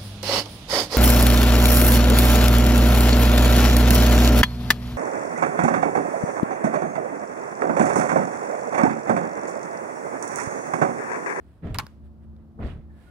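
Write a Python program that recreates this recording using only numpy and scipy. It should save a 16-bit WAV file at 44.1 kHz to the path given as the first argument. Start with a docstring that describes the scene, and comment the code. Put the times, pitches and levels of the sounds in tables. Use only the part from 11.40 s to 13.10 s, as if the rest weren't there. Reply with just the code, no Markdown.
"""A fridge compressor hums in a quiet room; close by, a soft rubber gasket is tugged twice from its groove.
Each tug knocks and shakes the door and drags rubber over plastic in a rasp of tiny stick-slip releases.
The first ends in sharp snaps as the lip lets go, rattling the liner and ringing the door panel.
The second trails off in small squeaks, and the loose strip slides through the hand at the end."""
import sys
import numpy as np
from scipy import signal
from scipy.fft import rfft, irfft
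from scipy.io import wavfile
from scipy.ndimage import uniform_filter1d

SR = 44100
rng = np.random.default_rng(int(sys.argv[2]) if len(sys.argv) > 2 else 0)


def file_out(sig):
    """Save sig as 16-bit WAV at sys.argv[1]."""
    # one column per channel
    cols = np.atleast_2d(sig).T
    # limit, then scale
    lim = np.clip(cols, -1, 1)
    pcm = np.round(lim * 32767).astype(np.int16)
    wavfile.write(sys.argv[1], SR, pcm)


N = 74970
TIME, HZ = np.arange(N) / SR, np.fft.rfftfreq(N, 1 / SR)

# tone curves of the noise layers (frequency [Hz], relative level [dB])
AIR_EQ = [(20, -26), (45, 2.5), (90, 4), (170, -4.5), (280, -6), (450, -16.5), (750, -20), (1400, -28),
          (2300, -40.5), (4500, -43.5), (6500, -50), (10000, -49.5), (15500, -51.5), (16500, -64.5)]  # room tone
SLIDE_EQ = [(500, 1.5), (1200, 1.5), (1750, 4.5), (2400, -1), (3800, -2), (6500, -12.5), (8600, -3),
            (10000, -7.5), (11200, -1.5), (12200, -14), (14000, -9.5), (16000, -11.5)]  # strip on hand and door
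DOOR_BASS_EQ = [(20, -43), (29, -28.5), (41, -2), (58, -8), (74, 1.5), (105, -2.5), (145, -11.5),
                (200, -22.5), (400, -81)]  # low end of the shudder
DOOR_BODY_EQ = [(90, -27.5), (160, 2), (255, 0.5), (320, -8), (425, -6.5), (520, -14.5), (640, -10.5),
                (850, -26.5), (1800, -61)]  # its low mids
RUB_EQ = [(350, -6.5), (700, -1), (1300, 1.5), (1900, -1.5), (2400, -6.5), (3300, -13.5), (4500, -22.5),
          (8000, -56.5)]  # rubber on plastic
HISS_EQ = [(1800, -15), (3300, 9), (4300, -2), (5500, -8), (8000, -8.5), (11500, -31.5), (16000, -29.5)]  # top end of the drag
CRACK_EQ = [(300, -11), (600, -9.5), (1000, 0.5), (1500, -2), (2050, -3), (3000, -3), (3600, 0),
            (5100, 3.5), (5900, -6.5), (9000, -13.5), (11300, -0.5), (12600, -8.5), (14200, -3.5),
            (17000, -14.5)]  # lip letting go
RATTLE_EQ = [(400, -22.5), (620, -20.5), (800, -1), (1080, 0.5), (1350, 0.5), (1750, -1.5), (2300, -4),
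             (3000, -10.5), (4300, -10), (5200, -19.5), (11000, -21.5), (16000, -31.5)]  # liner and shelves
REVERB_EQ = [(300, -20.5), (1000, 6.5), (2000, -2.5), (4500, -8.5), (7000, -15.5), (11000, -17.5),
             (16000, -26)]  # room tail
# likeness of the two ears (frequency [Hz], correlation [0-1])
AIR_LIKENESS = [(60, 1), (200, 1), (640, 0.8), (1400, 0.06), (3100, .05)]
FRICTION_LIKENESS = [(60, 0.96), (140, 1), (300, .85), (640, 0.8), (1400, 0.4), (3100, 0.01),
                     (15000, 0.049)]
SNAP_LIKENESS = [(600, .92), (1200, 0.6), (2300, .25), (5000, 0.7), (9000, 0)]
# swells of the compressor's drone (time [s], low tone [dB], high tone [dB])
DRONE_SWELLS = [(0, -51.5, -77), (0.079, -49.5, -113), (0.158, -57.5, -100), (.45, -46.5, -57),
                (.56, -51.5, -56.5), (0.659, -41, -55), (.76, -51, -54.5), (0.901, -43.5, -49),
                (1.001, -49, -53), (1.1, -58, -54), (1.2, -45.5, -52.5), (1.54, -45.5, -53),
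                (1.64, -57.5, -57), (1.7, -49.5, -63)]
# the compressor's upper tones (frequency [Hz], level [dB], waver [dB])
HUM_TONES = [(338, -65, 2.5), (582, -77, 2), (684, -75, -5)]
# swishes of the loose strip (centre [s], half length [s], level [dB], tilt [dB/octave])
STRIP_SLIDES = [(0.105, 0.091, -69, -3), (0.658, 0.018, -69, -2.5), (0.838, 0.011, -65, -4.5),
                (1, 0.03, -64, -9.5), (1.271, 0.0053, -65.5, 0), (1.296, 0.045, -53, -5.5),
                (1.564, 0.024, -62.5, -14), (1.641, 0.076, -63, -2.5), (1.7, 0.07, -64, -4.5)]
# the door's shudder, one envelope per tug (time [s], bass [dB], low mids [dB])
DOOR_SHAKES = [
    [(0.222, -58, -49), (0.234, -47, -39.5), (0.256, -26, -34), (0.276, -38, -35), (0.318, -28.5, -40.5),
     (0.348, -34.5, -45), (0.378, -32, -39), (0.414, -39.5, -47), (0.426, -59, -49), (0.435, -39.5, -47)],
    [(1.165, -49, -63.5), (1.189, -47.5, -45), (1.207, -31.5, -34), (1.217, -42, -37.5),
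     (1.255, -25.5, -34.5), (1.283, -36, -42), (1.4, -41, -52)],
]
# door knocks as a tug takes up the slack (time [s], frequency [Hz], level [dB], t60 [s])
DOOR_KNOCKS = [(0.229, 175.4, -33, 0.15), (1.193, 238.6, -29, 0.065), (1.222, 70.2, -27.5, 0.36)]
# rubber leaving the groove (start [s], rise [s], hold [s], fade [dB/s], rub [dB], hiss [dB])
GASKET_DRAGS = [(0.216, 0.039, 0.023, 107.5, -51, -64), (1.194, 0.031, 0.021, 134, -46.5, -62.5)]
# rubber catching on plastic (centre [s], half length [s], level [dB], frequency [Hz], width [Hz])
RUBBER_SQUEAKS = [(1.195, 0.0043, -49.5, 1160, 400), (1.231, 0.0083, -46.5, 680, 220),
                  (1.268, 0.0077, -59.5, 4270, 1500), (1.308, 0.017, -56.5, 2760, 1120),
                  (1.509, 0.0075, -64, 1780, 170), (1.58, 0.037, -68, 1710, 130),
                  (1.69, 0.022, -61, 1440, 41.3)]
# modes of the door panel (frequency [Hz], relative level [dB], t60 [s])
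PANEL_MODES = [(809, -39, .13), (892, -43, .2), (1028, -33, .13), (1107, -35, .15), (1175, -38.5, .15),
               (1276, -43, .12), (1443, -43, .07), (1594, -38, .08), (1760, -42, .1), (1899, -39, .09),
               (2230, -42, .07), (2824, -43, .07)]
# the lip snapping free (time [s], gain [dB], tilt [dB/octave], pan [dB], rattle trim [dB],
# panel trim [dB], reverb trim [dB], rings of the freed lip (frequency [Hz], relative level [dB], t60 [s]))
LIP_SNAPS = [ (0.345, -23.5, -1, -6.5, 4, -10, 10.5, [(1500, -13.5, .009), (2730, -6.5, 0.0062),
             (4110, -10, .008), (7500, -7.5, .004), (11140, -10.5, .004)]),
             (0.3478, -25, 0, -0.5, 6, -13, -7, [(1520, -14.5, 0.03), (2480, -14.5, 0.025)]),
             (0.3862, -3, 0.5, -1, -5, 0, -5, [(1040, -16, 0.024), (2000, -17.5, .009), (3510, -19, 0.0043),
             (4895, -10.5, .005)]), (0.4668, -26.5, -2.5, -0.5, -42, -30, -10, [(450, -10, .008),
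             (1585, -9.5, .009), (5140, -11, .004)]),
             (0.965, -51, -3.5, -3, -26, -17, -13, [(3800, -12, .006)]), ]

DRONE_HZ, MIDDLE_TONE_DB = (72.14, 158.7, 221.1), -6  # the middle tone rides under the high one
AIR_DB, EAR_LAG_TURNS = -52, 0.15
RUB_PAN_DB, HISS_PAN_DB, SLIDE_PAN_DB, AIR_PAN_DB = -5, -3, -4, -1
SLIPS_PER_S, RASP_SLIPS_PER_S, SLIP_SPREAD_DB, HISS_LAG_S = 4600, 1700, -1, .018
SHAKE_ATTACK_S, SHAKE_RELEASE_S, KNOCK_RISE_S = .005, .04, .0025
CRACK_DB, RATTLE_DB, PANEL_DB, REVERB_DB = 1.5, 7, 3.5, -9.5  # balance within a snap
CRACK_DECAY_S, EAR_DELAY_S, SNAP_RISE_S, REVERB_T60_S = .0014, .000045, .0006, .42
RATTLE_TAPS_PER_S, RATTLE_CHOKE_S = 2500, .012
RATTLE_FADE_DB_PER_S, RATTLE_CHOKE_DB_PER_S = 281, 898.5
HIGH_CUT_HZ = 16200


def amp(db):
    """Decibels to gain."""
    return 10 ** (np.asarray(db) / 20)


def unit_rms(x):
    """Scales to an rms of one."""
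    return x / np.sqrt(np.mean(x ** 2) + 1e-20)


def curve(points):
    """Spreads a table over the spectrum on a log-frequency axis."""
    hz, value = np.transpose(points)
    return np.interp(np.log(HZ + 1), np.log(hz), value)


def pan(db):
    """Stereo gains for a level difference; negative leans right."""
    return amp([[db / 2], [-db / 2]])


def add(mix, start_s, sound):
    """Mixes a stereo sound in at a time."""
    part = mix[:, max(round(start_s * SR), 0):]
    part += sound[:, :part.shape[1]]


def bell(centre_s, half_s):
    """A smooth fade in and out."""
    return np.exp(-((TIME - centre_s) / half_s) ** 2 / 2)


def colour(x, eq, tilt_db=0):
    """Minimum-phase EQ of unit energy, tilted per octave above 500 Hz."""
    db = curve(eq) + tilt_db * np.log2(np.maximum(HZ, 500) / 3000)
    log_gain = np.log(unit_rms(amp(db)))
    phase = -signal.hilbert(np.r_[log_gain, log_gain[-2:0:-1]]).imag[:len(HZ)]
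    return irfft(rfft(x) * np.exp(log_gain + 1j * phase), N)


def narrow(pair, likeness):
    """Narrows the stereo image of two unrelated signals, band by band."""
    left, right = rfft(pair)
    same = np.clip(curve(likeness), 0, 1)
    return irfft(np.array([left, same * left + np.sqrt(1 - same ** 2) * right]), N)


def steadied(x, span_s):
    """Evens out chance swells longer than the span."""
    power = uniform_filter1d((x ** 2).mean(0), max(int(span_s * SR), 2))
    return x / np.sqrt(abs(power) + 1e-9)


def wander(hz):
    """Slow random drift of rms one."""
    return unit_rms(irfft(rfft(rng.standard_normal(N)) * np.exp(-(HZ / hz) ** 2), N))


def burst(envelope):
    """Stereo noise of unit energy under an envelope."""
    noise = rng.standard_normal((2, N)) * envelope
    return noise / np.linalg.norm(noise, axis=1, keepdims=True)


def slips(per_s=SLIPS_PER_S):
    """A dense train of tiny stick-slip releases of uneven size."""
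    size = amp(SLIP_SPREAD_DB * np.minimum(rng.exponential(1, (2, N)), 5))
    return rng.standard_normal((2, N)) * size * (rng.random((2, N)) < per_s / SR)


def friction(eq, tilt_db=0, per_s=SLIPS_PER_S):
    """Stick-slip grain of rms one, near mono in the bass and wide on top."""
    return unit_rms(colour(narrow(slips(per_s), FRICTION_LIKENESS), eq, tilt_db))


def tone(hz, drift_hz=0.97):
    """A slightly unsteady hum tone of rms one, a little later at the left ear."""
    turns = np.cumsum(hz + drift_hz * wander(4.4)) / SR + rng.random()
    return np.sqrt(2) * np.sin(2 * np.pi * np.array([turns - EAR_LAG_TURNS, turns]))


def room_air():
    """A steady bed of dark room tone."""
    noise = narrow(rng.standard_normal((2, N)), AIR_LIKENESS)
    return amp(AIR_DB) * pan(AIR_PAN_DB) * unit_rms(colour(noise, AIR_EQ))


def compressor():
    """The compressor drones on three swelling tones, with a faint wavering hum above."""
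    times, low_db, high_db = np.transpose(DRONE_SWELLS)
    swells = (low_db, high_db + MIDDLE_TONE_DB, high_db)
    drone = sum(amp(np.interp(TIME, times, db)) * tone(hz) for hz, db in zip(DRONE_HZ, swells))
    hum = sum(amp(db + waver_db * wander(1.5)) * tone(hz) for hz, db, waver_db in HUM_TONES)
    return drone + hum


def strip_slides():
    """The loose strip swishes faintly against hand and door."""
    swishes = sum(amp(db) * bell(centre, half) * friction(SLIDE_EQ, tilt_db)
                  for centre, half, db, tilt_db in STRIP_SLIDES)
    return pan(SLIDE_PAN_DB) * swishes


def door_shudder():
    """The door shakes low while the gasket is under tension."""
    out = np.zeros((2, N))
    for shake in DOOR_SHAKES:
        times, bass_db, body_db = np.transpose(shake)
        attack, release = (TIME - times[0]) / SHAKE_ATTACK_S, (times[-1] - TIME) / SHAKE_RELEASE_S
        gate = np.clip(np.minimum(attack, release) + 1, 0, 1) ** 2
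        for db, eq, span_s in ((bass_db, DOOR_BASS_EQ, .03), (body_db, DOOR_BODY_EQ, .015)):
            out += gate * amp(np.interp(TIME, times, db)) * steadied(friction(eq), span_s)
    return out


def door_knocks():
    """The door rings dully as the gasket first bites."""
    out = np.zeros((2, N))
    for start, hz, db, t60 in DOOR_KNOCKS:
        envelope = np.minimum(TIME / KNOCK_RISE_S, 1) * amp(db - 60 * TIME / t60)
        add(out, start, envelope * np.sin(2 * np.pi * hz * TIME)[None])
    return out


def rubber_squeaks():
    """Rubber catches on plastic, its slips exciting one resonance for a moment."""
    out = np.zeros((2, N))
    for centre, half, db, hz, width in RUBBER_SQUEAKS:
        resonance = 1 / (1 + 2j * (HZ - hz) / width) ** 2
        squeak = unit_rms(irfft(rfft(slips()) * resonance, N))
        out += amp(db) * bell(centre, half) * squeak
    return pan(HISS_PAN_DB) * out


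def gasket_drags():
    """Rubber rasps along the groove; the hiss follows as it gathers speed."""
    out = np.zeros((2, N))
    for start, rise, hold, fade, rub_db, hiss_db in GASKET_DRAGS:
        layers = (0, rub_db, RUB_EQ, RUB_PAN_DB), (HISS_LAG_S, hiss_db, HISS_EQ, HISS_PAN_DB)
        for lag, db, eq, pan_db in layers:
            age = TIME - start - lag
            envelope = np.clip(age / rise, 0, 1) * amp(db - fade * np.maximum(age - rise - hold, 0))
            out += pan(pan_db) * envelope * friction(eq, per_s=RASP_SLIPS_PER_S)
    return out


def room_tail(attack, tilt_db):
    """The room answers a snap with a dying wash of noise."""
    return colour(burst(attack ** 2 * amp(-60 * TIME / REVERB_T60_S)), REVERB_EQ, tilt_db)


def panel_ring(attack):
    """The door panel's modes ring on, slightly out of phase between the ears."""
    out = np.zeros((2, N))
    for hz, db, t60 in PANEL_MODES:
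        turns = hz * TIME + rng.random() + 0.18 * rng.random((2, 1))
        out += amp(db - 60 * TIME / t60) * np.sin(2 * np.pi * turns)
    return attack * out


def liner_rattle(attack, tilt_db):
    """The liner and shelves chatter in a flurry of taps that fades, then chokes off."""
    taps = rng.random(N) < RATTLE_TAPS_PER_S / SR
    choke_db = RATTLE_CHOKE_DB_PER_S * np.maximum(TIME - RATTLE_CHOKE_S, 0)
    envelope = attack * amp(-RATTLE_FADE_DB_PER_S * TIME - choke_db)
    return colour(narrow(burst(envelope * taps), SNAP_LIKENESS), RATTLE_EQ, tilt_db)


def lip_crack(tilt_db, rings):
    """The lip's sharp release and its brief rings, reaching the right ear first."""
    spectrum = rfft(narrow(burst(np.exp(-TIME / CRACK_DECAY_S)), SNAP_LIKENESS))
    spectrum /= np.sqrt(uniform_filter1d(abs(spectrum) ** 2, size=1500, axis=1))  # flatten before the EQ
    ring = sum((-1) ** k * amp(db - 60 * TIME / t60) * np.sin(2 * np.pi * hz * TIME)
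               for k, (hz, db, t60) in enumerate(rings))
    left, right = amp(CRACK_DB) * colour(irfft(spectrum, N), CRACK_EQ, tilt_db) + ring
    return np.array([np.interp(TIME - EAR_DELAY_S, TIME, left, 0), right])


def lip_snaps():
    """The lip lets go with a crack that sets off the liner, the panel and the room."""
    out = np.zeros((2, N))
    attack = np.minimum(TIME / SNAP_RISE_S, 1)
    for start, db, tilt_db, pan_db, rattle_db, panel_db, reverb_db, rings in LIP_SNAPS:
        rattle = amp(RATTLE_DB + rattle_db) * liner_rattle(attack, tilt_db)
        panel = amp(PANEL_DB + panel_db) * panel_ring(attack)
        tail = amp(REVERB_DB + reverb_db) * room_tail(attack, tilt_db)
        snap = lip_crack(tilt_db, rings) + rattle + panel + tail
        add(out, start, amp(db) * pan(pan_db) * snap)
    return out


def scene():
    """The two tugs over a bed of hum and room tone."""
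    tugs = door_shudder() + door_knocks() + gasket_drags() + lip_snaps() + rubber_squeaks()
    return tugs + strip_slides() + compressor() + room_air()


def record(dry):
    """A steep high cut on the whole mix."""
    high_cut = signal.firwin(401, HIGH_CUT_HZ, window=("kaiser", 9), fs=SR)
    return signal.oaconvolve(dry, high_cut[None], "same")


dry = scene()
out = record(dry)
file_out(out)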